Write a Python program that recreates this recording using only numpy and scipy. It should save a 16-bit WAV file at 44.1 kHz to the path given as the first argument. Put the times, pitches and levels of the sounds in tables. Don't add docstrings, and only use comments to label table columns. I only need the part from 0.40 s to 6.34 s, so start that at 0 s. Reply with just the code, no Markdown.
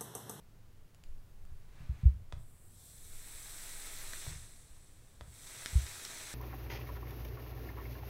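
import sys
import numpy as np
from scipy import signal
from scipy.fft import rfft, irfft, next_fast_len
from scipy.io import wavfile

SR = 44100
rng = np.random.default_rng(int(sys.argv[2]) if len(sys.argv) > 2 else 0)


def wav_out(sig):
    wavfile.write(sys.argv[1], SR, np.round(np.clip(np.atleast_2d(sig).T, -1, 1) * 32767).astype(np.int16))


N = 261954
T = np.arange(N) / SR


def undb(db):
    return 10 ** (np.asarray(db) / 20)


def unit(x):
    return x / np.sqrt(np.mean(x ** 2))


def colour(x, points):
    hz, db = np.transpose(points)
    size = 2 * next_fast_len(len(x))
    bin_hz = np.fft.rfftfreq(size, 1 / SR) + 1
    log_gain = np.log(undb(np.interp(np.log(bin_hz), np.log(hz), db)))
    cepstrum = irfft(log_gain)[:size // 2]
    cepstrum[1:] *= 2
    response = np.exp(rfft(cepstrum, size))
    return irfft(rfft(x, size) * response)[:len(x)]


def band(x, lo_hz, hi_hz):
    hz = np.fft.rfftfreq(len(x), 1 / SR) + 1
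    loss = np.sqrt((1 + (lo_hz / hz) ** 24) * (1 + (hz / hi_hz) ** 24))
    return irfft(rfft(x) / loss, len(x))


def delayed(x, seconds):
    size = next_fast_len(len(x) + SR // 10)
    turn = np.exp(-2j * np.pi * np.fft.rfftfreq(size, 1 / SR) * seconds)
    return irfft(rfft(x, size) * turn, size)[:len(x)]


def decay(t, t60):
    return np.exp(-np.log(1000) * t / t60)


def swell(middle_s, half_s):
    return np.exp(-((T - middle_s) / half_s) ** 2)


def ring(modes, t):
    return sum(undb(db) * np.sin(2 * np.pi * hz * t) * decay(t, t60) for hz, db, t60 in modes)


def add(out, s, sound, db):
    start = int(s * SR)
    part = sound[:N - start]
    out[start:start + len(part)] += undb(db) * part / np.abs(sound).max()


def room(x, wet_db, t60):
    t = T[:SR // 2]
    tail = rng.standard_normal(len(t)) * decay(t, t60) * (t > .004)
    tail = colour(tail, [(300, -1.0), (4000, -2.5), (7000, -1), (15000, -5.5)])
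    return x + undb(wet_db) * signal.fftconvolve(x, tail / np.linalg.norm(tail))[:N]


def boom(x, wet_db, t60):
    t = T[:SR]
    tail = band(rng.standard_normal(len(t)) * decay(t, t60) * (t > .02), 81.5, 200)
    return x + undb(wet_db) * signal.fftconvolve(x, tail / np.abs(rfft(tail)).max())[:N]


# (delay [s], level [dB])
ECHOES = [(.00312, -19), (.00606, -24.5), (.00715, -27)]


def early_echoes(x):
    return x + sum(undb(db) * delayed(x, s) for s, db in ECHOES)


# (frequency [Hz], relative level [dB])
ROOM_TONE = [(20, 0.5), (50, -6.5), (90, -4), (140, -10), (220, -20), (400, -23.5), (800, -29),
             (1600, -32.5), (2500, -36), (5000, -39.5), (10000, -41.5), (15700, -42.5)]


def room_tone():
    return unit(colour(rng.standard_normal(N), ROOM_TONE)) * undb(-58)


# (frequency [Hz], relative level [dB])
SWAY_COLOUR = [(8, -32), (14, 5.5), (17, 4.5), (21, -23), (35, -13), (70, -64), (200, -65)]
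# (time [s], level before rise and fade [dB])
NUDGES = [(0.0, -54), (0.63, -44), (1.05, -45), (2.7, -41.5), (3.8, -51.5)]
SWAY_RISE_S, SWAY_FADE_S = 0.053, 1


def sway():
    swing = np.zeros(N)
    for s, db in NUDGES:
        t = np.maximum(T - s, 0)
        push = undb(db) * (1 - np.exp(-t / SWAY_RISE_S)) * np.exp(-t / SWAY_FADE_S)
        swing = np.hypot(swing, push)
    return swing * unit(colour(rng.standard_normal(N), SWAY_COLOUR))


# (frequency [Hz], relative level [dB], t60 [s])
STAND_MODES = [(64.4, 8.5, 0.21), (79, -6.5, 0.15), (111.8, -13.5, 0.39), (140, -18, 0.34),
               (177.6, -37, 0.55)]
# (time [s], peak level [dB], contact time [s], brightness [dB per octave],
# time from the blow until the hand damps the ring [s])
THUMPS = [(0.688, -45, 0.024, -6, 0.03), (1.028, -47, 0.014, -3, 0.03), (1.115, -43.5, 0.0098, 10, 0.048),
          (1.402, -40.5, 0.0072, 21, 0.056), (1.4924, -27, 0.0081, 6.5, 0.042),
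          (1.6321, -25, 0.0078, 22, 0.03), (1.6536, -11, 0.0083, -18, 0.05), (1.744, -37, 0.012, 20, 0.071),
          (1.931, -35.5, 0.0063, -3, 0.015), (1.966, -39.5, 0.0098, 21, 0.092),
          (3.873, -34.5, 0.011, 32, 0.042), (3.915, -40.5, 0.0055, 5, 0.085),
          (3.955, -40.5, 0.0077, 10, 0.095), (4.301, -53, 0.018, 22, 0.037), (4.813, -43, 0.013, 28, 0.056),
          (4.877, -47.5, 0.0061, 6, 0.087), (5.329, -34.5, 0.0067, -2, 0.022),
          (5.3535, -16.5, 0.0085, -3, 0.046), (5.427, -37.5, 0.012, 5, 0.041)]
SCUFF_DB = -42.5
SCUFF_S = 0.018


def thumps():
    out, t = np.zeros(N), T[:SR // 2]
    for s, db, contact_s, bright_db, damp_s in THUMPS:
        push = np.sin(np.pi * np.minimum(t / contact_s, 1)) ** 2
        modes = [(hz, level + bright_db * np.log2(hz), t60) for hz, level, t60 in STAND_MODES]
        ringing = -np.gradient(signal.fftconvolve(push, ring(modes, t))[:len(t)])
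        grip = 1 - 0.66 * np.tanh((t - damp_s) / 0.0055)
        add(out, s, ringing * grip, db)
        scuff = band(rng.standard_normal(len(t)), 290, 520) * t * np.exp(-2 * t / SCUFF_S)
        add(out, s, scuff, db + SCUFF_DB)
    return out


# (frequency [Hz], relative level [dB])
RUB_COLOUR = [(200, 3.5), (500, -4), (1000, -2), (1700, -2.5), (2400, -2.5), (3100, -9), (3900, -7.5),
              (5000, -14.5), (8000, -16), (15000, -29)]
# (middle [s], half length [s], level [dB])
SLIDES = [(1.22, 0.2, -77.5), (1.406, 0.083, -66), (1.604, 0.13, -65.5)]


def finger_slides():
    slips = rng.standard_normal(N) * undb(2.8 * rng.standard_normal(N))
    sliding = sum(undb(db) * swell(s, half_s) for s, half_s, db in SLIDES)
    return sliding * unit(colour(slips, RUB_COLOUR))


# (frequency [Hz], relative level [dB])
TICK_COLOUR = [(400, -1), (1300, 4.5), (3000, 2), (5000, -2.5), (7500, 1), (15000, -15)]
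# (time [s], peak level [dB], brightness [dB per octave])
TICKS = [(0.547, -51, 1), (.6380, -45.5, 0), (1.0520, -49, 2)]


def finger_ticks():
    out, t = np.zeros(N), T[:SR // 10]
    for s, db, bright_db in TICKS:
        outline = [(hz, level + bright_db * np.log2(hz)) for hz, level in TICK_COLOUR]
        tap = rng.standard_normal(len(t)) * np.exp(-t / 0.00089)
        add(out, s, colour(tap, outline), db)
    return out


# (frequency [Hz], relative level [dB], t60 [s])
CASE_MODES = [(418, -13, 0.02), (620, 4.5, 0.011), (790, -1, 0.012), (956, -1.5, 0.032), (1223, -2, 0.026),
              (2040, 3.5, 0.0069), (2600, 1, 0.0087), (3460, 8, 0.0082), (3760, 3.5, 0.0091),
              (4520, -4, 0.0098)]
# (time [s], peak level [dB], brightness [dB per octave])
PRESSES = [(1.9247, -33.5, -2), (3.866, -40.5, -11), (4.8100, -34, -3)]


def button_clicks():
    out, t = np.zeros(N), T[:SR // 10]
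    half = len(CASE_MODES) // 2
    for s, db, bright_db in PRESSES:
        modes = [(hz, level + bright_db * np.log2(hz / 1500), t60) for hz, level, t60 in CASE_MODES]
        snap = band(rng.standard_normal(len(t)) * np.exp(-t / 0.006), 300, 10000)
        ringing = ring(modes[:half], t) - ring(modes[half:], t)
        add(out, s, ringing + undb(-5.5) * snap, db)
    return out


def off_deck(x, lag_s=0.000511, share=0.21):
    return x + share * delayed(band(x, 20, 9000), lag_s)


# (frequency [Hz], relative level [dB])
SPIT_COLOUR = [(150, 2), (400, 4), (950, 5), (1700, 8), (2700, 7), (3600, 6.5), (5300, 5), (8000, 0.5),
               (11000, -6), (15000, -13.5)]
# (time [s], peak level [dB], brightness [dB per octave],
# spatter behind the snap [dB])
SPITS = [(3.7344, -28.5, -1, -19), (5.2601, -19, -0.6, -29), (5.466, -32, 1.5, -22),
         (5.6500, -30.5, 4.5, -8)]


def spits():
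    out, t = np.zeros(N), T[:SR // 20]
    for s, db, bright_db, spatter_db in SPITS:
        outline = [(hz, level + bright_db * np.log2(hz)) for hz, level in SPIT_COLOUR]
        snap = 1. * (t == 0)
        collapse = -0.13 * delayed(snap, 0.00029)
        spatter = undb(spatter_db) * rng.standard_normal(len(t)) * np.exp(-t / 0.0023)
        burst = off_deck(snap + collapse + spatter, lag_s=0.000548, share=1.0)
        add(out, s, colour(burst, outline), db)
    return out


# (frequency [Hz], relative level [dB])
BUBBLE_COLOUR = [(150, -19.5), (330, -6), (750, -6.5), (1250, -4), (2300, -3.5), (2950, -5), (3500, -0.5),
                 (4700, -3), (6700, -2), (8100, 1.5), (10100, -2.5), (10700, -5.5), (12000, -1),
                 (15700, -7)]


def bubbles(per_s, spread_db):
    flurry = unit(band(rng.standard_normal(N), 1.6, 40))
    size_db = spread_db * np.clip(rng.standard_normal(N), -2, 2) + .5 * flurry
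    bursts = (rng.random(N) < per_s / SR) * rng.standard_normal(N) * undb(size_db)
    return off_deck(colour(bursts, BUBBLE_COLOUR))


# (warm-up [s], steepness of the S-shaped rise [exponent])
WARM_UPS = [(0.76, 2.03), (0.17, 1.27)]


def heat(cool_s):
    out = np.zeros(N)
    for k, (s, _, _) in enumerate(PRESSES):
        start = int(s * SR)
        t, before = T[:N - start], out[start]
        if k % 2 == 0:
            warm_s, steepness = WARM_UPS[k // 2]
            out[start:] = 1 - (1 - before) * np.exp(-(t / warm_s) ** steepness)
        else:
            out[start:] = before * np.exp(-t / cool_s)
    return out


SIMMER_DB = -22.5


def boil(lo_hz, hi_hz, per_s, spread_db, db, soak_db_per_s, joins_s, sets_in_s, lag_s, cool_s):
    button_down = sum(T >= s for s, _, _ in PRESSES) % 2
    fired_s = np.cumsum(button_down) / SR
    joined = np.clip((T - PRESSES[0][0] - joins_s) / sets_in_s, 0, 1)
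    hot = np.interp(T - lag_s, T, heat(cool_s))
    level_db = db + SIMMER_DB * (1 - hot) + soak_db_per_s * fired_s
    return unit(band(bubbles(per_s, spread_db), lo_hz, hi_hz)) * joined * undb(level_db)


# (low edge [Hz], high edge [Hz], bursts [per s], size spread [dB],
# level at full boil before heat soak [dB], change as the wick soaks up heat [dB per s of firing],
# joins after the first press [s], sets in over [s], lag behind the wire [s], cooling time constant [s])
BUBBLE_SIZES = [(203, 2960, 5000, 2, -59.5, 1.74, 0.29, 0.63, 0.036, 0.2),
                (3100, 7560, 10000, 1, -56.2, 1.26, 0.31, 0.12, 0.024, 0.28),
                (7430, 10500, 23000, 4, -50, -1.47, 0.018, 0.064, 0, 0.42),
                (10600, 16500, 17000, 2.5, -55, -2.5, 0.027, 0.05, 0, 0.23)]
PRICKLE = (1800, 17000, 130, 0, -68.5, 1.2, 0.37, 0.09, 0.02, 0.28)
FLARE_S, FLARE_WIDTH_S, FLARE_DB = 2.446, 0.075, 4


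def sizzle():
    flare = undb(FLARE_DB * swell(FLARE_S, FLARE_WIDTH_S))
    return flare * (sum(boil(*size) for size in BUBBLE_SIZES) + boil(*PRICKLE))


def scene():
    background = room_tone() + sway()
    stand = boom(thumps(), wet_db=-6.5, t60=0.42)
    hand = room(finger_slides() + finger_ticks() + button_clicks(), wet_db=-8.0, t60=0.36)
    coils = room(early_echoes(spits() + sizzle()), wet_db=-9.5, t60=0.18)
    return (background + stand + hand + coils)[None]


TOP_HZ = 15750


def record(dry):
    return signal.sosfilt(signal.ellip(12, .1, 80, TOP_HZ, fs=SR, output="sos"), dry)


dry = scene()
out = record(dry)
wav_out(out)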